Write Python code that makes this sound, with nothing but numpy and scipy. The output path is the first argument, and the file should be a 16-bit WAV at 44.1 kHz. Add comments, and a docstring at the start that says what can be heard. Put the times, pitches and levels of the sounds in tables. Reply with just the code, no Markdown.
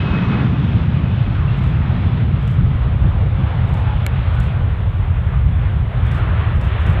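"""Airliner takeoff from beside the airfield

A twin jet runs past and draws away. Its exhaust rumble sinks in pitch as the jets turn towards the
listener; a finer roar fades and swells in gusty air, with brief whistles. The two fans' beating whine
dies early. Nearby, insects sing faintly, a stills camera fires seven times and something clicks once."""
import sys
import numpy as np
from scipy import signal
from scipy.fft import rfft, irfft, next_fast_len
from scipy.io import wavfile
from scipy.ndimage import uniform_filter1d, map_coordinates

SR = 44100
rng = np.random.default_rng(int(sys.argv[2]) if len(sys.argv) > 2 else 0)


def bounce(signal):
    """Save signal as a 16-bit WAV file at the path given by the first command-line argument."""
    frames = np.transpose(np.atleast_2d(signal))
    limited = np.clip(frames, -1, 1)
    pcm = np.round(limited * 32767).astype(np.int16)
    wavfile.write(sys.argv[1], SR, pcm)


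N = 308700
TIME = np.arange(N) / SR


def amp(db):
    """Decibels to gain."""
    return 10 ** (np.asarray(db) / 20)


def unit(x):
    """Scale to rms 1."""
    return x / np.sqrt(np.mean(x ** 2) + 1e-20)


def along(points, hz):
    """Interpolate (freq_hz, value) rows on a log axis."""
    freq_hz, values = np.transpose(points)
    return np.interp(np.log(hz + 1e-3), np.log(freq_hz), values)


def curves(rows, t=TIME):
    """Interpolate each column after time_s at times t."""
    time_s, *columns = np.transpose(rows)
    return [np.interp(t, time_s, column) for column in columns]


def wobble(rate_hz):
    """Smooth random curve, rate_hz knots a second."""
    return map_coordinates(rng.standard_normal(int(N * rate_hz / SR) + 4), [TIME * rate_hz])


def filtered(x, response):
    """Filter x by the gain response(hz)."""
    size = next_fast_len(N + SR // 2)
    return irfft(rfft(x, size) * response(np.fft.rfftfreq(size, 1 / SR)), size)[:N]


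def noise(spectrum):
    """Steady noise, rms 1, coloured by (freq_hz, level_db) rows."""
    return unit(filtered(rng.standard_normal(N), lambda hz: amp(along(spectrum, hz))))


def band_noise(centre_hz, width_hz):
    """Noise in a Gaussian band, rms 1."""
    return unit(filtered(rng.standard_normal(N), lambda hz: np.exp(-((hz - centre_hz) / width_hz) ** 2)))


def moving_noise(gain_db, size):
    """Noise whose colour follows gain_db(hz, t)."""
    hz, t, frames = signal.stft(rng.standard_normal(N), SR, nperseg=size)
    return signal.istft(frames * amp(gain_db(hz[:, None], t)), SR, nperseg=size)[1][:N]


def patches(hz, t, size):
    """Random field, rms 1, smooth over size = (bins, frames)."""
    field = rng.standard_normal((len(hz), len(t)))
    for axis in (0, 1, 0, 1):
        field = uniform_filter1d(field, size[axis], axis)
    return unit(field)


def hump(track, octaves, hz, t):
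    """Bell in dB over log frequency, following (time_s, centre_hz, height_db) rows."""
    centre_hz, db = curves(track, t)
    return db * np.exp(-(np.log2((hz + 1) / centre_hz) / octaves) ** 2)


def rumble(level_db=-15, heave_db=0.82, heave_hz=13, smooth_s=.11):
    """Big exhaust eddies: a surging hump of noise that slides down as the jets turn to the listener."""
    # Rumble from behind: freq_hz, relative_db
    spectrum = [(8, -48), (20, -32.5), (40, -9.5), (62, -1), (85, -0.5), (115, -2), (150, -9.5),
                (190, -17.5), (250, -28), (400, -40.5), (900, -72.5), (2000, -120)]
    # Pitch shift with angle: time_s, freq_ratio
    aft_shift = [(0, 1.25), (.35, 1.66), (1, 1.31), (1.4, 1.084), (2.1, 1.29), (3, 1), (4, 1), (5.2, 0.92),
                 (6.2, 1), (7, 0.88)]
    # Strongest surges and lulls: centre_s, half_length_s, gain_db
    surges = [(2.635, .035, 3.5), (3.057, 0.025, 8.5), (3.503, 0.03, -5.5), (4.07, 0.028, -5.5),
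              (4.407, 0.013, 4.5), (4.763, 0.019, -7.5), (5.474, 0.024, 6.5), (5.903, 0.042, -7.5),
              (6.897, 0.038, 5)]
    sliding = [(20, 0), (110, 1)]  # freq_hz, shift_exponent: the deepest part stays put
    eddies = moving_noise(
        lambda hz, t: along(spectrum, hz / curves(aft_shift, t)[0] ** along(sliding, hz)), size=4096)
    # Dividing by the running rms keeps only the fast beating.
    running_rms = np.sqrt(np.abs(uniform_filter1d(eddies ** 2, int(smooth_s * SR))) + 1e-20)
    surges_db = sum(db * np.exp(-((TIME - s) / half_s) ** 2) for s, half_s, db in surges)
    return eddies / running_rms * amp(level_db + heave_db * wobble(heave_hz) + surges_db)


def air_loss(hz, t, db_per_s=1.47, edge_hz=5000):
    """Treble absorbed by the air as the aircraft recedes, in dB relative to mid-run."""
    return db_per_s * (t - t.mean()) * np.minimum(hz / edge_hz, 1.2) ** 4


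def roar(patchy_db=0.86, flutter_db=0.52, gust_db=0.42, band_gust_db=.5, gust_hz=9):
    """Small eddies: broad noise whose three bands fade, partly together, through gusty air."""
    # Base colour: freq_hz, relative_db
    spectrum = [(100, -15.5), (280, 1), (450, 1), (800, -1), (1300, -0.1), (1700, -4.5), (2500, -7),
                (3500, -11), (4000, -20.5), (4700, -32), (5600, -42), (7000, -57.5), (9000, -69.5),
                (15000, -82.5)]
    # Band absorbed by the grass, sinking with distance: time_s, centre_hz, depth_db
    ground_dip = [(0, 611, 4.5), (1, 559, -0.5), (2, 512, 3), (3, 428, -0.5), (4, 368, 4), (5.2, 267, 8),
                  (6, 241.3, 1.5), (7, 240.4, 2)]
    # Rising hollow tone: time_s, centre_hz, gain_db
    hollow = [(0, 328, 6), (1, 331, 1), (2, 329, 6), (2.8, 450, -1), (3.2, 813, 2), (3.6, 796, 4),
              (3.9, 834, 4), (4.1, 1052, -1.5), (4.4, 1480, 3), (4.8, 1765, 1.5)]
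    # Band levels before trim: time_s, low_db, middle_db, high_db
    band_levels = [(0.0, -32.5, -35, -37.5), (0.37, -30.5, -30.5, -37.5), (0.63, -37, -36.5, -40.5),
                   (1.1, -35.5, -39, -41.0), (1.4, -37, -36, -40.0), (2.05, -35.5, -37.5, -40.5),
                   (2.35, -37, -39, -42), (2.8, -37.5, -39, -43), (3.75, -34.0, -38.5, -41),
                   (4.3, -35, -36.5, -39.5), (4.95, -38, -41.5, -45.5), (5.421, -38.5, -38, -43.5),
                   (5.88, -38, -41, -44.0), (6.1, -35.5, -34.5, -38.5), (6.4, -33.5, -31.5, -39),
                   (6.58, -34.5, -38, -39.5), (6.88, -31.5, -31.5, -36.5), (7.0, -29, -33.5, -37.0)]
    trims_db = (0, -3, -1.5)

    def colour_db(hz, t):
        shape_db = along(spectrum, hz) - hump(ground_dip, 0.33, hz, t) + hump(hollow, 0.24, hz, t)
        return shape_db - air_loss(hz, t) + patchy_db * patches(hz, t, size=(7, 7))

    eddies = moving_noise(colour_db, size=1024)
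    lowpass = lambda hz, edge_hz: 1 / (1 + (hz / edge_hz) ** 6)
    low = filtered(eddies, lambda hz: lowpass(hz, 965))
    high = filtered(eddies, lambda hz: 1 - lowpass(hz, 1855))
    middle = eddies - low - high
    bands = sum(unit(band) * amp(db + trim_db + band_gust_db * wobble(gust_hz))
                for band, db, trim_db in zip((low, middle, high), curves(band_levels), trims_db))
    return bands * amp(gust_db * wobble(gust_hz) + flutter_db * wobble(25))


def fans(blade_hz=2547, beat_hz=13, waver_hz=4, flicker_db=3, far_fan_db=-3, tone_db=-2.5, hiss_db=-14):
    """Two fans at slightly different speeds beat; tone and hiss beam sideways and fade once past."""
    fall_hz, fall_s, doppler_hz_per_s = 26.3, .09, 7.7
    beam_db, beam_drop_db, beam_end_s, beam_edge_s = -36, 15, .42, .04
    fade_start_s, fade_db_per_s = 1.15, 20
    pitch_hz = blade_hz + fall_hz * np.exp(-TIME / fall_s) - doppler_hz_per_s * TIME
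    past_beam = .5 + .5 * np.tanh((TIME - beam_end_s) / (2 * beam_edge_s))
    gain_db = beam_db - beam_drop_db * past_beam - fade_db_per_s * np.maximum(TIME - fade_start_s, 0)
    blades = lambda hz: np.sin(2 * np.pi * np.cumsum(hz + waver_hz * wobble(45)) / SR)
    tone = unit(blades(pitch_hz + beat_hz / 2) + amp(far_fan_db) * blades(pitch_hz - beat_hz / 2))
    hiss = noise([(1500, -43.5), (3000, 2.5), (3800, 6.5), (5000, -10.5), (6500, -25.5), (9000, -47.5)])
    return amp(gain_db) * (tone * amp(tone_db + flicker_db * wobble(24)) + amp(hiss_db) * hiss)


def background_hiss(final_db=-70.5, rise_db=7, rise_s=5):
    """Faint hiss that grows slowly, then holds."""
    level_db = final_db + rise_db * (np.minimum(TIME / rise_s, 1) - 1)
    return amp(level_db) * noise([(1000, -4), (9000, 2), (15000, -1.5)])


def insects(trill_db=-83, trill_pulse_hz=21, chirp_pulse_hz=110, chirp_half_s=0.028, drift_hz=120):
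    """In the grass one insect trills; three give high, pulsed chirps at regular intervals."""
    # Chirping insects: start_s, pitch_hz, period_s, level_db
    chirpers = [(4.03, 10200, .249, -72), (1.0, 9400, .5, -76.5), (4.35, 9000, .5, -77.5)]
    pulsing = lambda rate_hz: np.sin(np.pi * rate_hz * TIME) ** 2
    trill = band_noise(centre_hz=8000, width_hz=150) * np.interp(TIME, [2, 2.7, 5, 5.5], [0, 1, 1, 0])
    chirps = np.zeros(N)
    for start_s, hz, period_s, db in chirpers:
        nearest_chirp = np.maximum(np.round((TIME - start_s) / period_s), 0)
        offset_s = TIME - start_s - period_s * nearest_chirp
        carrier = np.sin(2 * np.pi * np.cumsum(hz + drift_hz * wobble(3)) / SR)
        chirps += amp(db + 2 * wobble(3)) * np.exp(-(offset_s / chirp_half_s) ** 2) * carrier
    return amp(trill_db) * trill * pulsing(trill_pulse_hz) + chirps * pulsing(chirp_pulse_hz)


def whistles(width_ratio=.03):
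    """Narrow bands of noise flare briefly in the roar."""
    # Flares: centre_s, half_length_s, pitch_hz, level_db
    flares = [(1.498, .025, 2700, -42), (3.89, .06, 848, -36), (4.4, .025, 1490, -40)]
    return sum(amp(db) * np.exp(-((TIME - s) / half_s) ** 2) * band_noise(hz, width_ratio * hz)
               for s, half_s, hz, db in flares)


def shutter(gain_db=-7, contact_t60_s=.03, whirr_db=-56, whirr_half_s=0.04, whirr_delay_s=.04):
    """Stills camera: the mirror flips up, the curtains snap, the mirror drops over the motor's whirr."""
    # Exposures, before gain_db: snap_s, snap_db, mechanism_db (gain of mirror and motor)
    exposures = [(1.636, -44, -3.5), (2.4754, -39.5, -1), (3.74, -38, -1.5), (4.4009, -36.5, 0),
                 (6.115, -36.5, 2.5), (6.6118, -39, 0), (6.8648, -38, 2.5)]
    # Mirror contacts, rise to return: offset_from_snap_s, relative_db
    contacts = [(-.063, -50), (-.049, -47), (-.033, -53), (.030, -48.5), (0.038, -47), (.066, -52)]
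    # Shutter colour: freq_hz, relative_db
    spectrum = [(1500, 1), (5000, 5), (6800, 2), (8000, 6), (9500, -3), (14000, -3), (16000, -16)]
    envelope, t = np.zeros(N), np.arange(-SR // 8, SR // 8) / SR
    for snap_s, snap_db, mechanism_db in exposures:
        power = amp(whirr_db + mechanism_db) ** 2 * np.exp(-((t - whirr_delay_s) / whirr_half_s) ** 4)
        hits = [(0.00025, snap_db)] + [(offset_s, db + mechanism_db) for offset_s, db in contacts]
        for offset_s, db in hits:
            hit_db = db + rng.normal(0, 1) - 60 * np.abs(t - offset_s) / contact_t60_s
            power += (t >= offset_s) * amp(hit_db) ** 2
        envelope += np.interp(TIME - snap_s, t, np.sqrt(power), left=0, right=0)
    return amp(gain_db) * envelope * noise(spectrum)


def click(crack_db=-5, crack_t60_s=.005):
    """A small hard contact: a crack and a few milliseconds of plastic ring."""
    # Contact: start_s, gain_db
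    contacts = [(4.065, -14.5)]
    # Casing modes: freq_hz, relative_db, t60_s
    modes = [(1750, -9, 0.013), (2270, -1.5, .017), (2860, -4, 0.0059), (3980, -11, 0.0086),
             (4670, -24, .008), (7200, -12.5, 0.0093), (8500, -22, .011), (11420, -11, 0.0096),
             (13400, -8, .003)]
    out, t = np.zeros(N), np.arange(SR // 20) / SR
    for start_s, gain_db in contacts:
        ring = sum(amp(db - 60 * t / t60_s) * np.sin(2 * np.pi * hz * t) for hz, db, t60_s in modes)
        crack = amp(crack_db - 60 * t / crack_t60_s) * rng.standard_normal(len(t))
        out[round(start_s * SR):][:len(t)] += amp(gain_db) * (ring + crack)
    return out


def scene():
    """Faint hiss, the aircraft and the small near sounds, in mono."""
    return (background_hiss() + rumble() + roar() + fans() + click() + shutter() + insects()
            + whistles())[None]


def record(dry, fade_s=.004, cutoff_hz=15700, transition_hz=500):
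    """Fade both ends and low-pass."""
    from_edge_s = np.minimum(TIME, TIME[::-1])
    fade = np.sin(np.pi / 2 * np.minimum(from_edge_s / fade_s, 1)) ** 2
    return filtered(dry[0] * fade, lambda hz: np.clip((cutoff_hz - hz) / transition_hz + .5, 0, 1))[None]


dry = scene()
out = record(dry)
bounce(out)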